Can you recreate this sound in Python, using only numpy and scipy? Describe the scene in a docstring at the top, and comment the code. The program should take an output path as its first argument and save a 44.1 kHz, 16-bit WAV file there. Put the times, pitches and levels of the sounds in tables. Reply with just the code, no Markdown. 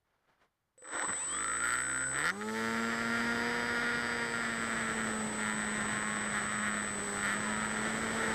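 """An electric model plane takes off and climbs away, heard by a small camera on its fuselage.
In the quiet before the start there are faint rustles; then the speed controller whistles with current
ripple, and the brushless motor jolts, stumbles with clacks and growls as its commutation steps speed up.
Until the launch the airframe scrapes and the wing drones; a loose mount rattles in bouts, once or twice a turn.
In the climb two blades hum, the airframe buzzes and the bearings sing in shaft multiples; air noise rushes past."""
import sys
import numpy as np
from scipy import signal
from scipy.fft import rfft, irfft, next_fast_len
from scipy.io import wavfile
from scipy.ndimage import uniform_filter1d

SR = 44100
rng = np.random.default_rng(int(sys.argv[2]) if len(sys.argv) > 2 else 0)


def store_wav(level_fs):
    """Save 16-bit WAV to argv[1]."""
    pcm = np.round(np.clip(np.atleast_2d(level_fs), -1, 1) * 32767)
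    wavfile.write(sys.argv[1], SR, pcm.T.astype(np.int16))


N = 367794
TIME = np.arange(N) / SR

# Throttle stick: half power, full power, then eased back to cruise: time_s, throttle (share 0-1)
THROTTLE = [(0.78, 0.02), (0.825, 0.025), (0.928, 0.108), (1.142, 0.487), (1.292, 0.552), (1.754, 0.582),
            (2.119, 0.591), (2.298, 0.967), (2.478, 0.964), (3.264, 0.964), (3.431, 0.975), (4.055, 0.954),
            (5.054, 0.874), (5.122, 0.858), (5.959, 0.837), (6.374, 0.831), (6.758, 0.836), (6.816, 0.81),
            (7.227, 0.805), (7.397, 0.858), (7.651, 0.853), (8.049, 0.897), (8.3, 0.876)]
# Shaft speed at full throttle without load, its lag, the share lost to still air at time 0, the load's decay time
FULL_HZ, SPIN_LAG_S, LOAD_SHARE, UNLOAD_S = 125.84, 0.1, 0.811, 1.057
CRUISE_HZ = 110  # the reference shaft speed for levels

# Speed controller and motor
SWITCH_HZ = 8024.5
POLES = 22
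WHISTLE_DB = -37.5  # switching whistle at half throttle
WHINE_DB = -57  # commutation whine fed to the motor bell, at full throttle
# Fade-in of the beat between motor and controller: start_s, end_s
BEAT_ONSET_S = [2.6, 5]
# The motor stumbles, then growls as it pulls up to speed: start_s, attack_s, hold_s, release_s, level_db
STRAINS = [(.82, 0.13, 0.09, 0.03, -45), (.95, 0.074, 0.4, 0.93, -49.5)]
# The motor sings as it pulls up to speed: start_s, attack_s, hold_s, release_s, level_db
SINGING = [(1.09, .08, 0.17, .2, -51.5), (2.12, .1, .08, .15, -49)]
# Modes of the motor mount: centre_hz, width_hz, level_db
MOUNT_MODES = [(2600, 260, 2), (3150, 450, 2.5), (4720, 380, -9), (6100, 900, -9)]

# Propeller: base levels at cruise speed, and their growth per tenfold speed
HUM_DB, HUM_DB_PER_DECADE = -42.5, 59
OVERTONE_DB, OVERTONE_DB_PER_DECADE = -46.5, 55
# Propeller overtones: multiple of the shaft rate, level_db
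OVERTONES = [(1, -16), (3, -12), (4, 0), (5, -11), (8, -5.5), (10, -13), (11, -14)]
# Swells around the speed law; the second also moves the hiss: time_s, hum_db, overtones_db
PROP_SWELL = [(1.3, -4, 2), (2.1, 4, 3), (2.35, -2, -3), (2.58, 4, 6), (2.9, 2, 0.5), (3.4, 0.5, 1),
              (4.0, -5.5, -4), (5.1, 2.5, -3), (5.9, 0.5, -8.5), (6.7, 2, -14), (7.15, -1.5, 3.5),
              (7.5, 3.5, -8), (8.15, 0.5, 0.5)]
# Spectrum of the hiss of torn air: frequency_hz, density_db (per Hz)
WASH_COLOUR = [(300, -50), (3500, 1.5), (6000, -2.5), (13500, -15.5)]

# Loose mount: bouts of rattling: start_s, attack_s, hold_s, release_s, level_db
RATTLES = [(.86, 0.13, 0.049, .015, -33), (1.07, 0.018, 0.023, 0.063, -33), (1.25, 0.086, 0.69, 0.35, -38),
           (1.5, 0.16, 0.081, 0.23, -33), (2.06, 0.11, 0.048, 0.045, -33.5),
           (2.12, 0.15, 0.035, 0.018, -25.5), (2.4, 0.013, 0.015, 0.017, -40),
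           (2.46, 0.017, 0.027, 0.027, -39.5), (2.47, 0.095, 2.37, 0.81, -38), (3.1, 0.24, 0.73, .9, -44),
           (5.37, 0.03, 0.1, 0.25, -41), (5.36, 0.024, 1.41, 0.89, -39), (6.3, 0.049, 0.039, 0.055, -38),
           (6.58, 0.059, 0.042, 0.091, -37), (7.0, 0.24, 0.084, 0.21, -34), (7.34, 0.078, 0.95, 0.13, -40)]
# Slow creep of the knocks, quick slip at speed, stray of the rebounds, all in turns
CREEP_TURNS, SLIP_TURNS, STRAY_TURNS = 0.04, 0.011, 0.018
# Shaking levels between which the rebounds set in: silent_db, full_db
REBOUND_ONSET_DB = [-42, -34.5]
# Sharp clacks of the mount while the motor stumbles: time_s, blow_db (relative strength)
CLACKS = [(0.8227, -52), (.844, -41), (.851, -40), (.875, -34), (.889, -31.5), (.903, -31), (.921, -31),
          (0.941, -26), (0.95, -25), (0.959, -24), (.996, -20), (1.0136, -27), (1.024, -28), (1.046, -26),
          (1.085, -29), (1.095, -26), (1.1327, -24)]

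# Fuselage and camera mount modes: centre_hz, width_hz, level_db
MODES = [(388, 100, -7.5), (1423, 100, 8), (1750, 430, 6), (1857, 200, 4.5), (3070, 410, -2),
         (3590, 170, 0.5), (5400, 870, -3.5)]
# Airframe buzz at cruise speed, and its growth per tenfold speed
BUZZ_DB, BUZZ_DB_PER_DECADE = -47.5, 60
# Fade-in of the buzz around the launch: start_s, end_s
BUZZ_ONSET_S = [2.09, 2.45]
# Low modes of the wing: centre_hz, width_hz, level_db
WING_MODES = [(310, 56, -1), (476, 51, -4.5), (740, 120, -11)]
# The wing drones until the launch: start_s, attack_s, hold_s, release_s, level_db
DRONE = [(1.17, 0.16, 0.94, 0.072, -54.5)]
# Bearing song at full throttle, and its fall per unit of throttle below that
BEARING_DB, BEARING_DB_PER_THROTTLE = -52, 72
# Shaft speeds between which the bearing song sets in: silent_hz, full_hz
BEARING_ONSET_HZ = [108.8, 116.5]
# Jolts of the starting motor: time_s, strength_db, ring_hz
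JOLTS = [(0.778, -57, 512), (0.822, -49, 500), (0.949, -41, 315), (1.077, -46, 181), (1.094, -41.5, 210),
         (1.106, -47.5, 110)]
# Airframe scrapes as it takes up the thrust: start_s, attack_s, hold_s, release_s, level_db
SCRAPES = [(0.81, 0.045, 1.49, 0.12, -52.5), (0.835, 0.11, 0.11, 0.06, -40),
           (1.06, 0.026, 0.019, 0.13, -40), (2.03, 0.12, 0.11, .06, -44)]
# Spectrum of the scrapes: frequency_hz, density_db (per Hz)
SCRAPE_COLOUR = [(50, -24), (200, -15), (310, 8.5), (400, -5.5), (510, 9.5), (650, -4.5), (1000, 5),
                 (1500, 6), (3600, -31), (14000, -43)]

# Air rushing past: time_s, level_db
AIRFLOW = [(1.0, -54), (1.9, -66), (2.6, -48), (3.45, -40), (4.2, -43), (5.1, -40.5), (7.2, -41.5),
           (7.75, -40), (8.15, -36.5)]
# Spectrum of the rushing air: frequency_hz, density_db (per Hz)
AIR_COLOUR = [(20, -14), (60, -6.5), (120, -1.5), (300, -3), (600, -3.5), (1000, -6.5), (1500, -3.5),
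              (2000, -6), (2600, -13), (3500, -15), (4200, -20.5), (7000, -25.5), (11000, -37),
              (15000, -48)]
# Faint rustles before the start: start_s, attack_s, hold_s, release_s, level_db
RUSTLES = [(0, .07, 0.12, .3, -80), (.15, .14, 0.022, 0.27, -71.5), (.33, .1, .015, 0.054, -65)]
# Spectrum of the rustles: frequency_hz, density_db (per Hz)
RUSTLE_COLOUR = [(40, -3), (1500, 4), (3800, -10.5), (14000, -33)]
# Spectrum of the quiet valley: frequency_hz, density_db (per Hz)
QUIET_COLOUR = [(30, -7), (137, -3), (267, -11.5), (1130, -11.5), (5840, -27.5), (14000, -29)]

SWELL_RANGE_DB = 30  # rise over an attack and fall over a release; the slopes go on beyond
TOP_HZ = 14300  # upper limit of the microphone


def undb(db):
    """Decibels to gain."""
    return 10 ** (np.asarray(db) / 20)


def unit(x):
    """Scale to rms 1."""
    return x / np.sqrt(np.mean(x ** 2))


def curves(table):
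    """Each column of a table, joined by straight lines in time."""
    s, *columns = np.transpose(table)
    return [np.interp(TIME, s, column) for column in columns]


def walk(rate_hz):
    """Smooth random wandering with spread near 1: a new level each 1 / rate_hz, slewed twice."""
    hold = max(int(SR / rate_hz), 1)
    steps = np.repeat(rng.standard_normal(N // hold + 1), hold)
    slewed = uniform_filter1d(uniform_filter1d(steps, hold), hold)
    return 1.4 * slewed[:N]


def decay(x, time_s):
    """Leave an exponential tail after each impulse."""
    return signal.lfilter([1], [1, -np.exp(-1 / (time_s * SR))], x)


def butter(x, hz, kind="low"):
    """Second-order lowpass or bandpass design that rounds off a sound."""
    return signal.sosfilt(signal.butter(2, hz, kind, fs=SR, output="sos"), x)


def resonate(x, hz, width_hz):
    """One resonance, gain 1 at its centre."""
    return signal.lfilter(*signal.iirpeak(hz, hz / width_hz, fs=SR), x)


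def noise(colour):
    """Noise of rms 1 with the given spectrum."""
    hz, db = np.transpose(colour)
    size = next_fast_len(N, real=True)
    bins_hz = np.maximum(np.fft.rfftfreq(size, 1 / SR), 1)
    gain = undb(np.interp(np.log(bins_hz), np.log(hz), db))
    return unit(irfft(rfft(rng.standard_normal(size)) * gain, size)[:N])


def partial(turns, order):
    """A sine of rms 1 locked to a multiple of the given turns, with a random phase."""
    return np.sqrt(2) * np.sin(2 * np.pi * (order * turns + rng.random()))


def taps(cycles, scatter_db, weak_db, jitter_s):
    """One impulse per cycle, every other one offset by weak_db, each a little off in size and time."""
    passes = np.flatnonzero(np.diff(np.floor(cycles)))
    chance = rng.standard_normal((len(passes), 2))
    shift = (SR * jitter_s * chance[:, 0]).astype(int)
    at = np.clip(passes + shift, 0, N - 1)
    out = np.zeros(N)
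    out[at] = undb(scatter_db * np.clip(chance[:, 1], -2, 1) + weak_db * (np.arange(len(at)) % 2))
    return out


def swells(table):
    """Gain of events that each rise, hold and fall at even rates in dB; overlaps add in power."""
    power = 0
    for start, attack, hold, release, db in table:
        before = (start + attack - TIME) / attack
        after = (TIME - start - attack - hold) / release
        below = np.clip(np.maximum(before, after), 0, 10)
        power = power + undb(db - SWELL_RANGE_DB * below) ** 2
    return np.sqrt(power)


def airframe(x, gap_hz=1110, gap_width_hz=260, gap_depth=0.39):
    """The modes of fuselage and camera mount ring together, with a dip just below the strongest."""
    rings = sum(undb(db) * resonate(x, hz, width) for hz, width, db in MODES)
    return rings - gap_depth * resonate(rings, gap_hz, gap_width_hz)


def shaft_speed(throttle):
    """Turns per second: the shaft lags behind the throttle and runs freer as air starts to flow through."""
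    keep = np.exp(-1 / (SPIN_LAG_S * SR))
    lagged = signal.lfilter([1 - keep], [1, -keep], throttle)
    return FULL_HZ * lagged * (1 - LOAD_SHARE * np.exp(-TIME / UNLOAD_S))


def controller(turns, throttle, upper_db=-18, lower_db=-19, far_db=-31, wobble_db=-29, hiss_db=-24, tug_db=-7):
    """The whistle follows current ripple, greatest at half throttle; magnets add sidebands and a wobble."""
    ripple = 4 * throttle * (1 - throttle)
    carrier = SWITCH_HZ * TIME
    poles = POLES * turns
    wobble = 1 + undb(wobble_db) * partial(turns, order=1)
    whistle = partial(carrier, order=1) * wobble * undb(walk(30) / 3)
    upper = resonate(partial(carrier + poles, order=1), 9320, 830)  # the motor bell favours this side
    lower = resonate(partial(carrier - poles, order=1), 7500, 540)
    far_tones = partial(carrier - poles, order=1) + partial(carrier - 2 * poles, order=1)
    far = resonate(far_tones, 5200, 330)
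    sidebands = undb(upper_db) * upper + undb(lower_db) * lower + undb(far_db) * far
    hiss = noise(WASH_COLOUR) * undb(hiss_db)
    # before the launch the magnets tug the frame unevenly, and its main mode rings as the tugs sweep through
    tugs = sum(partial(turns + 0.012 * walk(30), k) * undb(tug_db + 3.5 * walk(40))
               for k in range(POLES, POLES + 4))
    cogging = resonate(tugs, 1410, 190) * np.interp(TIME, [2.05, 2.25], [1, 0])
    return (whistle + sidebands + hiss + cogging) * ripple * undb(WHISTLE_DB)


def motor(turns, throttle, low_ring_db=7, unequal_db=-4, beat_db=-50, bell_hz=7900):
    """Three phases commutate per pole: steps merge into a rising growl, with a thin whine at their rate."""
    steps = taps(3 * POLES * turns, scatter_db=5, weak_db=-5, jitter_s=0.00009)
    growl = airframe(butter(steps, 3800))
    # the strain alone sets the power, however fast the steps come
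    power = uniform_filter1d(growl ** 2, size=2200) + 1e-9
    whine = partial(turns, 3 * POLES) * undb(2 * walk(25))
    low_ring = undb(low_ring_db) * resonate(whine, 1050, 150)
    strain = (growl / np.sqrt(power) + low_ring) * swells(STRAINS)
    # the whine, and parallel glides from unequal steps, flash up as they cross the mount's resonances
    unequal = partial(turns, order=99) + undb(unequal_db) * partial(turns, order=165)
    glides = (whine + unequal) * undb(4 * walk(45))
    flashes = sum(undb(db) * resonate(resonate(glides, hz, width), hz, width) for hz, width, db in MOUNT_MODES)
    # commutation beats against the switching: this tone rises when the shaft slows
    beat = partial(SWITCH_HZ * TIME - 3 * POLES * turns, order=1) * undb(beat_db + 2 * walk(17))
    beat = resonate(beat * np.interp(TIME, BEAT_ONSET_S, [0, 1]), 1050, 280)
    bell = resonate(whine, bell_hz, 840) * throttle * undb(WHINE_DB)
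    return strain + flashes * swells(SINGING) + beat + bell


def propeller(turns, decades, flutter_db=1.0, wash_db=-10):
    """Two blades give the hum; imbalance adds other multiples; loaded blades also tear the air into a hiss."""
    hum_swell_db, overtone_swell_db = curves(PROP_SWELL)
    hum_db = HUM_DB + HUM_DB_PER_DECADE * decades + hum_swell_db
    overtone_db = OVERTONE_DB + OVERTONE_DB_PER_DECADE * decades + overtone_swell_db
    hum = partial(turns, order=2) * undb(hum_db + flutter_db * walk(15))
    overtones = sum(partial(turns, k) * undb(db + 1.5 * walk(10)) for k, db in OVERTONES)
    # the sixth multiple meets a blade mode near top speed
    ring = resonate(partial(turns, order=6), 719, 34) * undb(-3)
    wash = noise(WASH_COLOUR) * undb(wash_db)
    return hum + (overtones + ring + wash) * undb(overtone_db)


def rattle(turns, shaft_hz, slow_rebound_db=-6, fast_rebound_db=-2, slow_chatter_db=-10, fast_chatter_db=-16,
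           chatter_s=0.0047, contact_hz=2300):
    """The loose mount knocks once a turn, slips in its seat, chatters and, shaken hard, rebounds half a turn on."""
    def by_speed(slow, fast):
        """Blend two settings from 70 % of cruise speed up to cruise."""
        return np.interp(shaft_hz / CRUISE_HZ, [0.7, 1], [slow, fast])

    def knock(cycles):
        """One slightly uneven knock per cycle."""
        return taps(cycles, scatter_db=2, weak_db=0, jitter_s=0.00003)

    gain = swells(RATTLES)
    shake_db = 20 * np.log10(gain)
    seat = turns + CREEP_TURNS * walk(3) + by_speed(0, SLIP_TURNS) * walk(40)
    rebound = np.interp(shake_db + 2 * walk(25), REBOUND_ONSET_DB, [0, 1])
    rebound = rebound * undb(by_speed(slow_rebound_db, fast_rebound_db))
    knocks = knock(seat) + rebound * knock(seat + 0.5 + STRAY_TURNS * walk(70))
    chatter = rng.standard_normal(N) * decay(knocks, chatter_s)
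    contact = unit(knocks) + undb(by_speed(slow_chatter_db, fast_chatter_db)) * unit(chatter)
    soft = butter(contact, [330, contact_hz], "band")  # foam makes each contact soft
    # the weaker the shaking, the more its level sputters
    sputter_db = np.clip((-36 - shake_db) / 3, 0.6, 5)
    return unit(airframe(soft)) * gain * undb(sputter_db * np.minimum(walk(45), 1))


def clacks(grit_s=0.002, grit_db=-16, contact_hz=2600, ring_db=10):
    """Each clack is a padded blow and a pinch of grit that ring the airframe."""
    blows = np.zeros(N)
    for s, db in CLACKS:
        blows[int(s * SR)] = undb(db)
    grit = rng.standard_normal(N) * decay(blows + 1e-18, grit_s)
    sound = airframe(butter(blows + undb(grit_db) * grit, contact_hz))
    # the total energy follows that of the blows
    return sound * np.linalg.norm(blows) / np.linalg.norm(sound) * undb(ring_db)


def vibration(turns, decades, between_db=-10, fall_db_per_order=1.24, flicker_db=1.5):
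    """High multiples of the shaft rate buzz in the airframe, every fourth one standing out."""
    shake = 0
    for k in range(12, 34):
        level_db = between_db * (k % 4 > 0) - fall_db_per_order * k
        shake = shake + partial(turns, k) * undb(level_db + flicker_db * walk(18))
    onset = np.interp(TIME, BUZZ_ONSET_S, [0, 1])
    return unit(shake) * undb(BUZZ_DB + BUZZ_DB_PER_DECADE * decades) * onset


def wing(turns, odd_db=-3, waver_db=3):
    """Low multiples of the shaft rate swell one after another as they climb through the wing's modes."""
    shake = sum(partial(turns, k) * undb(odd_db * (k % 2) + waver_db * walk(20)) for k in range(3, 14))
    rocking = partial(turns, order=1) * undb(-8.5)  # imbalance rocks the whole wing once a turn
    rings = sum(undb(db) * resonate(shake, hz, width) for hz, width, db in WING_MODES)
    return (rocking + rings) * swells(DRONE)


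def bearings(turns, shaft_hz, throttle, even_db=-12, flicker_db=1.5):
    """Near full throttle the bearings sing a cluster of shaft multiples around 5 kHz, the odd ones stronger."""
    tones = sum(partial(turns, k) * undb(even_db * (1 - k % 2) + flicker_db * walk(12)) for k in range(38, 46))
    song = unit(resonate(resonate(tones, 4840, 690), 4840, 690))
    level_db = BEARING_DB - BEARING_DB_PER_THROTTLE * (1 - throttle)
    return song * undb(level_db) * np.interp(shaft_hz, BEARING_ONSET_HZ, [0, 1])


def jolts(ring_s=0.019, crack_s=0.0006, crack_db=-5):
    """Each jolt is a short decaying thud with a crack through the airframe."""
    out = np.zeros(N)
    crack = unit(airframe(rng.standard_normal(N)))
    for s, db, hz in JOLTS:
        age = np.maximum(TIME - s, 0)
        thud = np.sin(2 * np.pi * hz * age) * np.exp(-age / ring_s)
        snap = undb(crack_db) * crack * (age > 0) * np.exp(-age / crack_s)
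        out += undb(db) * (thud + snap)
    return out


def scrape(grit_db=2.0):
    """The airframe scrapes until the launch: coloured noise roughened by quick level changes."""
    return unit(noise(SCRAPE_COLOUR) * undb(grit_db * walk(350))) * swells(SCRAPES)


def wind(gust_db=0.7, eddy_db=0.93):
    """Air tears over the camera: noise whose level wavers in gusts and quick eddies."""
    air_db, = curves(AIRFLOW)
    turbulence_db = gust_db * walk(7.2) + eddy_db * walk(130)
    return unit(noise(AIR_COLOUR) * undb(turbulence_db)) * undb(air_db)


def stillness(quiet_db=-83):
    """The quiet valley is steady noise; the faint rustles are noise with a fluttering level."""
    quiet = noise(QUIET_COLOUR) * undb(quiet_db)
    rustle = noise(RUSTLE_COLOUR) * undb(1.4 * walk(126)) * swells(RUSTLES)
    return quiet + rustle


def scene():
    """The throttle sets the whistle and the shaft speed; the shaft's turns drive the tones and the rattle."""
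    running = np.clip((TIME - JOLTS[0][0]) / 0.0018, 0, 1)  # power comes on with the first jolt
    throttle = running * curves(THROTTLE)[0]
    shaft_hz = shaft_speed(throttle) * (1 + 0.00064 * walk(12))
    turns = np.cumsum(shaft_hz) / SR
    decades = np.log10(np.maximum(shaft_hz, 1) / CRUISE_HZ)
    drive = controller(turns, throttle) + motor(turns, throttle) + propeller(turns, decades)
    body = rattle(turns, shaft_hz) + vibration(turns, decades) + wing(turns) + bearings(turns, shaft_hz, throttle)
    knocks = clacks() + jolts() + scrape()
    draught = np.minimum(shaft_hz / 30, 1)  # no air moves until the propeller turns
    return (running * (drive + body) + knocks + draught * wind() + stillness())[None]


def record(dry, hollow_hz=2600, hollow_width_hz=330, hollow=0.46):
    """The small microphone flattens loud peaks; the camera hollows one band and cuts the top."""
    ceiling = 0.074  # amplitude that the flattened peaks approach
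    flattened = dry / (1 + (dry / ceiling) ** 6) ** (1 / 6)
    housed = flattened - hollow * resonate(flattened, hollow_hz, hollow_width_hz)
    return signal.sosfilt(signal.ellip(10, 0.2, 70, TOP_HZ, fs=SR, output="sos"), housed)


dry = scene()
out = record(dry)
store_wav(out)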